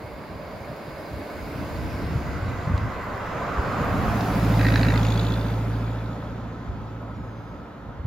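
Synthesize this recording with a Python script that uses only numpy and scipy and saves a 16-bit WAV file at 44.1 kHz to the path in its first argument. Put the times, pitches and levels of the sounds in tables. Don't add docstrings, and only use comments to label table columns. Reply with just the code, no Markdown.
import sys
import numpy as np
from scipy import signal
from scipy.fft import rfft, irfft
from scipy.io import wavfile
from scipy.ndimage import uniform_filter1d

SR = 44100
rng = np.random.default_rng(int(sys.argv[2]) if len(sys.argv) > 2 else 0)


def store_pcm(level_fs):
    pcm = np.round(np.clip(level_fs, -1, 1) * 32767).astype(np.int16)
    wavfile.write(sys.argv[1], SR, np.atleast_2d(pcm).T)


N = 355578
T = np.arange(N) / SR
PASS_S, SPEED_M_PER_S, GAP_M, SOUND_M_PER_S = 4.3, 6.9, 3.8, 343

# frequency in Hz, coherence 0-1.
COHERENCE = [(60, 0.8), (150, 0.88), (380, 0.92), (950, 0.75), (2400, 0.63), (4800, 0.7), (6000, 0.28)]
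# frequency in Hz, relative density in dB.
WIND_SPECTRUM = [(20, -31), (35, -42), (50, 4), (75, 3.5), (110, 0.5), (170, -6.5), (280, -11), (450, -36),
                 (900, -87)]
FIZZ_SPECTRUM = [(8500, -64), (10000, 7), (11000, 9.5), (15000, 8), (16000, 2)]
AIR_SPECTRUM = [(6000, -36), (7100, -1.5), (8300, 2.5), (9500, -1.5), (10600, -5), (11500, -17),
                (12400, -40)]
WHIRR_SPECTRUM = [(1300, -20), (2100, 2.5), (2600, 0.5), (3200, -8), (4900, -6.5), (5700, -12), (7000, -10),
                  (8200, -27), (9000, -70)]
APPROACH_SPECTRUM = [(70, -39), (160, -2), (220, -4.5), (300, -3.5), (390, -6.5), (590, -5.5), (790, -9),
                     (1000, -7), (1300, -12.5), (2150, -18), (3200, -28.5), (4800, -26.5), (6000, -45.5),
                     (7200, -39), (9000, -92)]
CLOSE_SPECTRUM = [(120, -3), (200, -3), (293, -7.5), (387, -4.5), (550, -3.5), (714, -3.5), (810, -6.5),
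                  (1260, -3.5), (2970, -25), (5000, -37.5), (5650, -45.5), (7010, -40), (7800, -41.5),
                  (10100, -114), (17200, -120)]
WAKE_SPECTRUM = [(60, -11), (130, 6.5), (260, 1.5), (380, 1.5), (520, 2.5), (750, -0.5), (1000, 0),
                 (1130, -5), (1300, -2.5), (1500, -5.5), (2000, -14), (2700, -21), (3500, -21), (5000, -31),
                 (7500, -38.5), (9500, -74)]
# time in seconds, lower partial in Hz, upper partial in Hz, level in dB.
BIRD_CALL = [(7.11, 5900, 7300, -100), (7.15, 5650, 6900, -74), (7.2, 5140, 6830, -77),
             (7.35, 4930, 6270, -75), (7.6, 4950, 6420, -77), (7.7, 4900, 6450, -100)]
# peak time in seconds, half length in seconds, level in dB.
WIND_GUSTS = [(1.76, 0.32, -33), (2.25, 0.34, -30.5), (2.72, 0.2, -28.5), (3.97, 0.33, -27),
              (8.05, 0.15, -39)]
# time in seconds, peak in dB, pitch in Hz.
WIND_EDDIES = [(0.048, -29, 110), (.615, -31, 98.6), (.706, -29.5, 122), (0.886, -31, 125),
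               (1.118, -30, 111), (1.559, -26, 124), (1.789, -20, 136), (2.16, -16, 112.4),
               (2.181, -22.5, 182), (2.431, -19.5, 96), (2.594, -23, 86.5), (2.677, -16.5, 117),
               (2.747, -14, 81), (2.783, -26, 91), (2.833, -19.5, 85.5), (3.149, -25, 101),
               (3.596, -15.5, 62.3), (3.821, -18, 140), (4.089, -18.5, 56.5), (8.005, -24.5, 76.5),
               (8.055, -19.5, 114)]
# time in seconds, level in dB.
FIZZ_DB = [(0, -65), (.3, -67), (1, -62.5), (1.75, -59), (2.4, -64.5), (2.75, -66.5), (3.5, -65),
           (4.2, -53), (4.6, -51), (5.4, -59.5), (6, -69), (6.5, -77), (7.5, -77.5), (8, -81)]
# start in seconds, peak in dB.
TICK_HITS = [(2.518, -47), (3.0402, -46), (3.1794, -49), (3.8472, -41), (7.0204, -59), (7.5028, -60)]
# peak time in seconds, half length in seconds,
# pitch in Hz, width in Hz, level in dB.
CAR_HUMS = [(1.003, 1.4, 602, 171, -42.5), (1.1, 1.6, 2184, 130, -56.5), (1.3, 1.1, 4920, 200, -63.5),
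            (2, .25, 5350, 130, -62), (1.9, 0.63, 297, 70, -40.5), (2.6, 2, 1535, 200, -49.5),
            (2.8, 0.9, 2004, 150, -49.5), (3.103, .6, 1024, 140, -41.5), (3.7, .35, 1180, 450, -35),
            (4.102, 0.34, 730, 141, -36), (4.152, 0.38, 214, 70, -34), (6.495, 2.4, 1293, 70.5, -54),
            (6.7, 1.1, 216, 80, -44.5)]
# time in seconds, delay in seconds.
RIGHT_LAG_S = [(0, 0), (4.7, 0), (5.3, 4e-5), (8, 5e-5)]
# time in seconds, firings per second.
FIRING_HZ = [(0, 79.2), (1, 86.8), (3.7, 112), (4.6, 111.2), (5.3, 112.1), (5.85, 113.9), (8.1, 113.2)]
# time in seconds, load 0-1.
ENGINE_LOAD = [(0, 0.76), (1.75, 1), (2.15, 0.97), (3.1, 0.42)]
RADIATION = { "roar": (-2, 4, -30.5, 6, 0.2, 2.5), "wake": (3.5, 5.5, -32, 9.5, -2, 3),
             "whirr": (4, 5, -48.5, 10.5, -5, 15.5), "block": (-0.5, 3, -49.5, 5.5, -4.5, 15),
             "pipe": (1.3, 6, -20, 12.5, 0.35, 2.5), "silencer": (1.5, 2.5, -23, 8.5, 4, -1.6),
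             "burble": (7, 0, -51, 0.5, 13.5, -6), "rasp": (3.5, 3, -44, 10, -3.5, -2.5),
             "spit": (3.5, 2.5, -44.5, 13, 3.5, 1), "sizzle": (4, 2.5, -56, 17.5, 0.5, -3), }
# multiple of the eight-firing cycle, relative level in dB.
BLOCK_LINES = [(14, 0.5), (20, 4.5), (22, -11), (24, -3.5), (26, -5), (28, 1.5), (30, -5), (35, -12),
               (37, 1.5), (39, 6), (51, 0.5), (52, -7), (54, -9), (56, 2)]
SILENCER_LINES = [(10, -15.5), (11, -22.5), (12, -7), (13, -11), (14, -15), (15, -12.5), (16, -15),
                  (17, -12), (18, -13), (19, -18.5), (20, -13.5), (21, -12), (22, -19), (23, -25),
                  (25, -26), (26, -28), (28, -26), (31, -31), (36, -31), (37, -27), (38, -31.5),
                  (43, -25.5)]
PIPE_LINES = [(4, -4), (7, -22.5), (8, 1), (10, -25)]
# time in seconds, gain in dB.
BOOM_DB = [(5.3, 0.5), (5.85, 4), (6.1, -1), (6.7, -2.5), (7.05, 4), (7.45, -1), (7.72, -10), (8.05, 4)]
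ACCENT_DB = [3.5, 0, 0, 2.5]
# pitch in Hz, width in Hz, relative level in dB.
RASP_MODES = [(1630, 97, 2.5), (1916, 98, 4), (2310, 56, -3), (2565, 110, -2)]
SPIT_MODES = [(2580, 230, -4.5), (3535, 200, 5), (3871, 270, 0), (4410, 330, -1), (5060, 440, -11)]
SIZZLE_MODES = [(6820, 670, 0)]
# start in seconds, length in seconds,
# rasp, spit and sizzle gains in dB, spit pitch factor.
CHUFF_SPELLS = [(4.59, 0.21, 12, 4.5, -3, 1.09), (4.813, 0.17, 11.5, 1, 1, 1.1),
                (5.043, .3, -2, 5.5, 10.5, 1.007), (5.33, 0.22, -5, 5.5, -1, 1.02),
                (5.8, .48, 0, 4.5, 0, .98)]
# start in seconds, peak in dB, pitch in Hz, width in Hz.
EXHAUST_POPS = [(2.777, -33, 3200, 4360), (4.207, -27, 4500, 2400), (4.651, -19.5, 1910, 500),
                (4.684, -26, 3780, 500), (4.739, -32, 3930, 400), (4.757, -12.5, 1820, 500),
                (4.757, -23.5, 4220, 1200), (4.797, -22, 660, 160), (4.830, -23.5, 4440, 400),
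                (4.902, -24, 1920, 400), (5.031, -37, 6300, 900), (5.049, -26.5, 2500, 700),
                (5.121, -30, 3700, 600), (5.195, -27, 3860, 600), (5.266, -30, 3700, 900)]


def gain_of(db):
    return 10 ** (np.asarray(db) / 20)


def unit_rms(x):
    return x / np.sqrt(np.mean(x ** 2) + 1e-20)


def steadied(x):
    return x / np.sqrt(abs(uniform_filter1d(x ** 2, size=200, axis=-1)) + 1e-12)


def step(x):
    return .5 + .5 * np.tanh(x)


def curve(rows, column=1):
    rows = np.array(rows, float)
    return np.interp(T, rows[:, 0], rows[:, column])


def spectrum_at(rows, hz):
    knots_hz, values = np.transpose(rows)
    return np.interp(np.log(hz + 1), np.log(knots_hz + 1), values)


def wander(rate_hz):
    coarse_s = T[::256]
    hz = np.fft.rfftfreq(len(coarse_s), coarse_s[1])
    spectrum = rfft(rng.standard_normal(len(coarse_s))) / (1 + (hz / rate_hz) ** 4)
    return np.interp(T, coarse_s, unit_rms(irfft(spectrum, len(coarse_s))))


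def noise(spectrum, patchy_db, band_hz=None):
    frames, hz = N // 512 + 5, np.fft.rfftfreq(2048, 1 / SR)
    left_re, left_im, other_re, other_im, patches = rng.standard_normal((5, frames, len(hz)))
    patches = uniform_filter1d(patches, size=5, axis=0)
    patches = unit_rms(uniform_filter1d(patches, size=16, axis=1))
    coherence = spectrum_at(COHERENCE, hz)
    left = left_re + 1j * left_im
    right = coherence * left + np.sqrt(1 - coherence ** 2) * (other_re + 1j * other_im)
    shape = gain_of(spectrum_at(spectrum, hz))
    bins = np.array([left, right]) * shape * gain_of(patchy_db * patches)
    x = unit_rms(signal.istft(bins.swapaxes(1, 2), nperseg=2048, noverlap=1536)[1][:, :N])
    if band_hz is None:
        return x
    in_band = (hz > band_hz[0]) & (hz < band_hz[1])
    return x * np.linalg.norm(shape) / np.linalg.norm(shape[in_band])


def resonate(x, hz, width_hz):
    carrier = np.exp(2j * np.pi * np.cumsum(hz * np.ones(x.shape[-1])) / SR)
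    pole = np.exp(-np.pi * width_hz / SR)
    baseband = signal.lfilter([(1 - pole) ** 2], [1, -2 * pole, pole * pole], x / carrier + 1e-18)
    return 2 * (carrier * baseband).real


def cracks(rows, decay_s):
    out, age = np.zeros(N), np.arange(SR // 20) / SR / decay_s
    for start_s, db, hz, width_hz in rows:
        crack = resonate(rng.standard_normal(len(age)) * age * np.exp(-age), hz, width_hz)
        out[round(start_s * SR):][:len(age)] += gain_of(db) * crack / abs(crack).max()
    return out


def bird(blur_hz=260):
    lower = unit_rms(resonate(rng.standard_normal(N), curve(BIRD_CALL, column=1), blur_hz))
    upper = unit_rms(resonate(rng.standard_normal(N), curve(BIRD_CALL, column=2), blur_hz))
    return (gain_of(1) * lower + upper) * gain_of(curve(BIRD_CALL, column=3))


def wind(lull_db=-44, lumpy_db=3.0, eddy_cycles=0.77):
    gust_power = sum((gain_of(db) * np.exp(-((T - peak_s) / half_s) ** 2)) ** 2
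                     for peak_s, half_s, db in WIND_GUSTS)
    level = np.sqrt(gain_of(lull_db) ** 2 + gust_power)
    out = noise(WIND_SPECTRUM, patchy_db=1.5) * level * gain_of(lumpy_db * wander(rate_hz=7.8))
    for peak_s, db, hz in WIND_EDDIES:
        swing = (T - peak_s) * hz
        out += gain_of(db) * np.cos(2 * np.pi * swing) * np.exp(-(swing / eddy_cycles) ** 2)
    return out


def street_echo(x, t60_s=0.16, wet_db=-13):
    t = np.arange(SR // 2) / SR
    tail = rng.standard_normal((2, len(t))) * gain_of(-60 * t / t60_s) * (t > .006)
    tail = signal.sosfilt(signal.butter(2, 400, "high", fs=SR, output="sos"), tail)
    return x + gain_of(wet_db) * signal.fftconvolve(x, tail / np.linalg.norm(tail[0]), axes=1)[:, :N]


def fizz(grains_per_s=350, spread_db=4, grit_db=-10, air_db=2.0, air_lag_s=0.083):
    grains = (rng.random(N) < grains_per_s / SR) * rng.standard_normal(N)
    grains *= gain_of(spread_db * np.minimum(rng.exponential(1, N), 4))
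    grit = unit_rms(resonate(grains, hz=16400, width_hz=2700))
    smooth = unit_rms(noise(FIZZ_SPECTRUM, patchy_db=.4).mean(0))
    level_db = curve(FIZZ_DB)
    centre = (smooth + gain_of(grit_db) * grit) * gain_of(level_db)
    air = unit_rms(noise(AIR_SPECTRUM, patchy_db=0.5)[0])
    air *= gain_of(air_db + np.interp(T - air_lag_s, T, level_db))
    return centre + np.outer([1, -1], air)


def ticks(hz=12800, width_hz=3000):
    return cracks([(start_s, db, hz, width_hz) for start_s, db in TICK_HITS], decay_s=0.00024)


def hums():
    out = 0
    for peak_s, half_s, hz, width_hz, db in CAR_HUMS:
        swell = gain_of(db) * np.exp(-((T - peak_s) / half_s) ** 2)
        out += swell * unit_rms(resonate(rng.standard_normal(N), hz, width_hz))
    return out


def past_m():
    return SPEED_M_PER_S * (T - PASS_S)


def part_gain(part):
    behind_m, closest_m, base_db, loss_db, rear_db, load_db = RADIATION[part]
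    along_m = past_m() - behind_m
    distance_m = np.hypot(along_m, closest_m)
    spreading_db = loss_db * np.log2(distance_m / closest_m)
    facing_db = rear_db * along_m / distance_m
    return gain_of(base_db - spreading_db + facing_db + load_db * curve(ENGINE_LOAD))


def engine_cycles(zero_at_s=4.7561):
    receding_m_per_s = SPEED_M_PER_S * past_m() / np.hypot(past_m(), GAP_M)
    heard_hz = curve(FIRING_HZ) * (1 - receding_m_per_s / SOUND_M_PER_S)
    cycles = np.cumsum(heard_hz) / SR / 8
    return cycles - np.interp(zero_at_s, T, cycles)


def rolling(cycles, front_throb=0.035, wake_throb=0.17, wake_surge=0.095, wash_db=-45.5):
    near, past = np.interp(T, [1.6, 2.9], [0, 1]), np.interp(T, [3.8, 4.6], [0, 1])
    firing = np.cos(2 * np.pi * 8 * cycles)
    throb = 1 + front_throb * firing
    front = part_gain("roar") * throb
    wake = part_gain("wake") * (1 + wake_throb * firing) * (1 - wake_surge * np.cos(2 * np.pi * cycles))
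    roar = 0
    for spectrum, share, level in [(APPROACH_SPECTRUM, 1 - near, front),
                                   (CLOSE_SPECTRUM, near * (1 - past), front),
                                   (WAKE_SPECTRUM, past, wake)]:
        rush = noise(spectrum, patchy_db=0.96, band_hz=(350, 1450))
        roar += np.sqrt(share) * np.hypot(level, gain_of(wash_db)) * rush
    return roar + noise(WHIRR_SPECTRUM, patchy_db=2.5) * part_gain("whirr") * throb


def chuff_spells(edge_s=0.0099):
    levels, pitch = np.array([part_gain("rasp"), part_gain("spit"), part_gain("sizzle")]), 1
    for start_s, length_s, *gains_db, factor in CHUFF_SPELLS:
        on = step((T - start_s) / edge_s) * step((start_s + length_s - T) / edge_s)
        levels *= gain_of(np.outer(gains_db, on))
        pitch *= factor ** on
    return (*levels, pitch)


def chuffs(cycles, rise_beats=0.15, floor=0.15, stereo_spread=0.36, scatter_db=2, detune=.03):
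    beats = cycles * len(ACCENT_DB)
    index, age = np.floor(beats).astype(int), beats % 1 / rise_beats
    accent = gain_of(np.take(ACCENT_DB, index, mode="wrap"))
    burst = accent * (floor + (age * np.exp(1 - age)) ** 2)
    rasp, spit, sizzle, pitch = chuff_spells()
    out = 0
    for modes, level, shift in [(RASP_MODES, rasp, 1), (SPIT_MODES, spit, pitch),
                                (SIZZLE_MODES, sizzle, 1)]:
        mid, side = rng.standard_normal((2, N))
        gas = np.array([mid + stereo_spread * side, mid - stereo_spread * side])
        pipe = 0
        for hz, width_hz, db in modes:
            strength, tuning = rng.standard_normal((2, 1024))[:, index]
            ring = resonate(gas, hz * shift * (1 + detune * tuning), width_hz)
            pipe += steadied(ring) * gain_of(db + scatter_db * strength)
        out += unit_rms(pipe * burst) * level
    return out


def exhaust_rattle(cycles, top_hz=7600):
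    rattle = chuffs(cycles) + cracks(EXHAUST_POPS, decay_s=0.0014)
    return signal.sosfilt(signal.butter(8, top_hz, fs=SR, output="sos"), rattle)


def engine_orders(cycles, lines, waver, waver_hz, lead_cycles=.028, sweep_cycles_per_order=.0443):
    out = 0
    for order, db in lines:
        drift = wander(waver_hz) + 1j * wander(waver_hz)
        amplitude = gain_of(db) * (1 + waver * drift / np.sqrt(gain_of(db)))
        phase_lag = sweep_cycles_per_order * order ** 2 / 2 if order > 8 else 0
        phase = order * (cycles + lead_cycles) - phase_lag
        out -= (amplitude * np.exp(2j * np.pi * phase)).real
    return unit_rms(out)


def drone(cycles, screen_db=14, clear_m=0.53, edge_m=1):
    boom = gain_of(curve(BOOM_DB) - screen_db * step((clear_m - past_m()) / edge_m))
    pipe = engine_orders(cycles, PIPE_LINES, waver=0.065, waver_hz=4.7) * part_gain("pipe") * boom
    silencer = engine_orders(cycles, SILENCER_LINES, waver=0.094, waver_hz=1.5) * part_gain("silencer")
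    block = engine_orders(cycles, BLOCK_LINES, waver=0.22, waver_hz=3.2) * part_gain("block")
    return pipe + silencer + block


def scene(pan_ahead_db=-1.4, pan_past_db=-1.0):
    cycles = engine_cycles()
    left, right = street_echo(drone(cycles) + exhaust_rattle(cycles) + rolling(cycles) + hums())
    right = np.interp(T - curve(RIGHT_LAG_S), T, right)
    pan_db = pan_ahead_db + (pan_past_db - pan_ahead_db) * step(past_m() / GAP_M)
    car = np.array([left, right]) * gain_of(np.outer([.5, -.5], pan_db))
    return car + fizz() + ticks() + bird() + wind()


def record(dry, edge_hz=15900):
    taps = signal.firwin(511, edge_hz, window=("kaiser", 9), fs=SR)
    return signal.oaconvolve(dry, taps[None], "same")


dry = scene()
out = record(dry)
store_pcm(out)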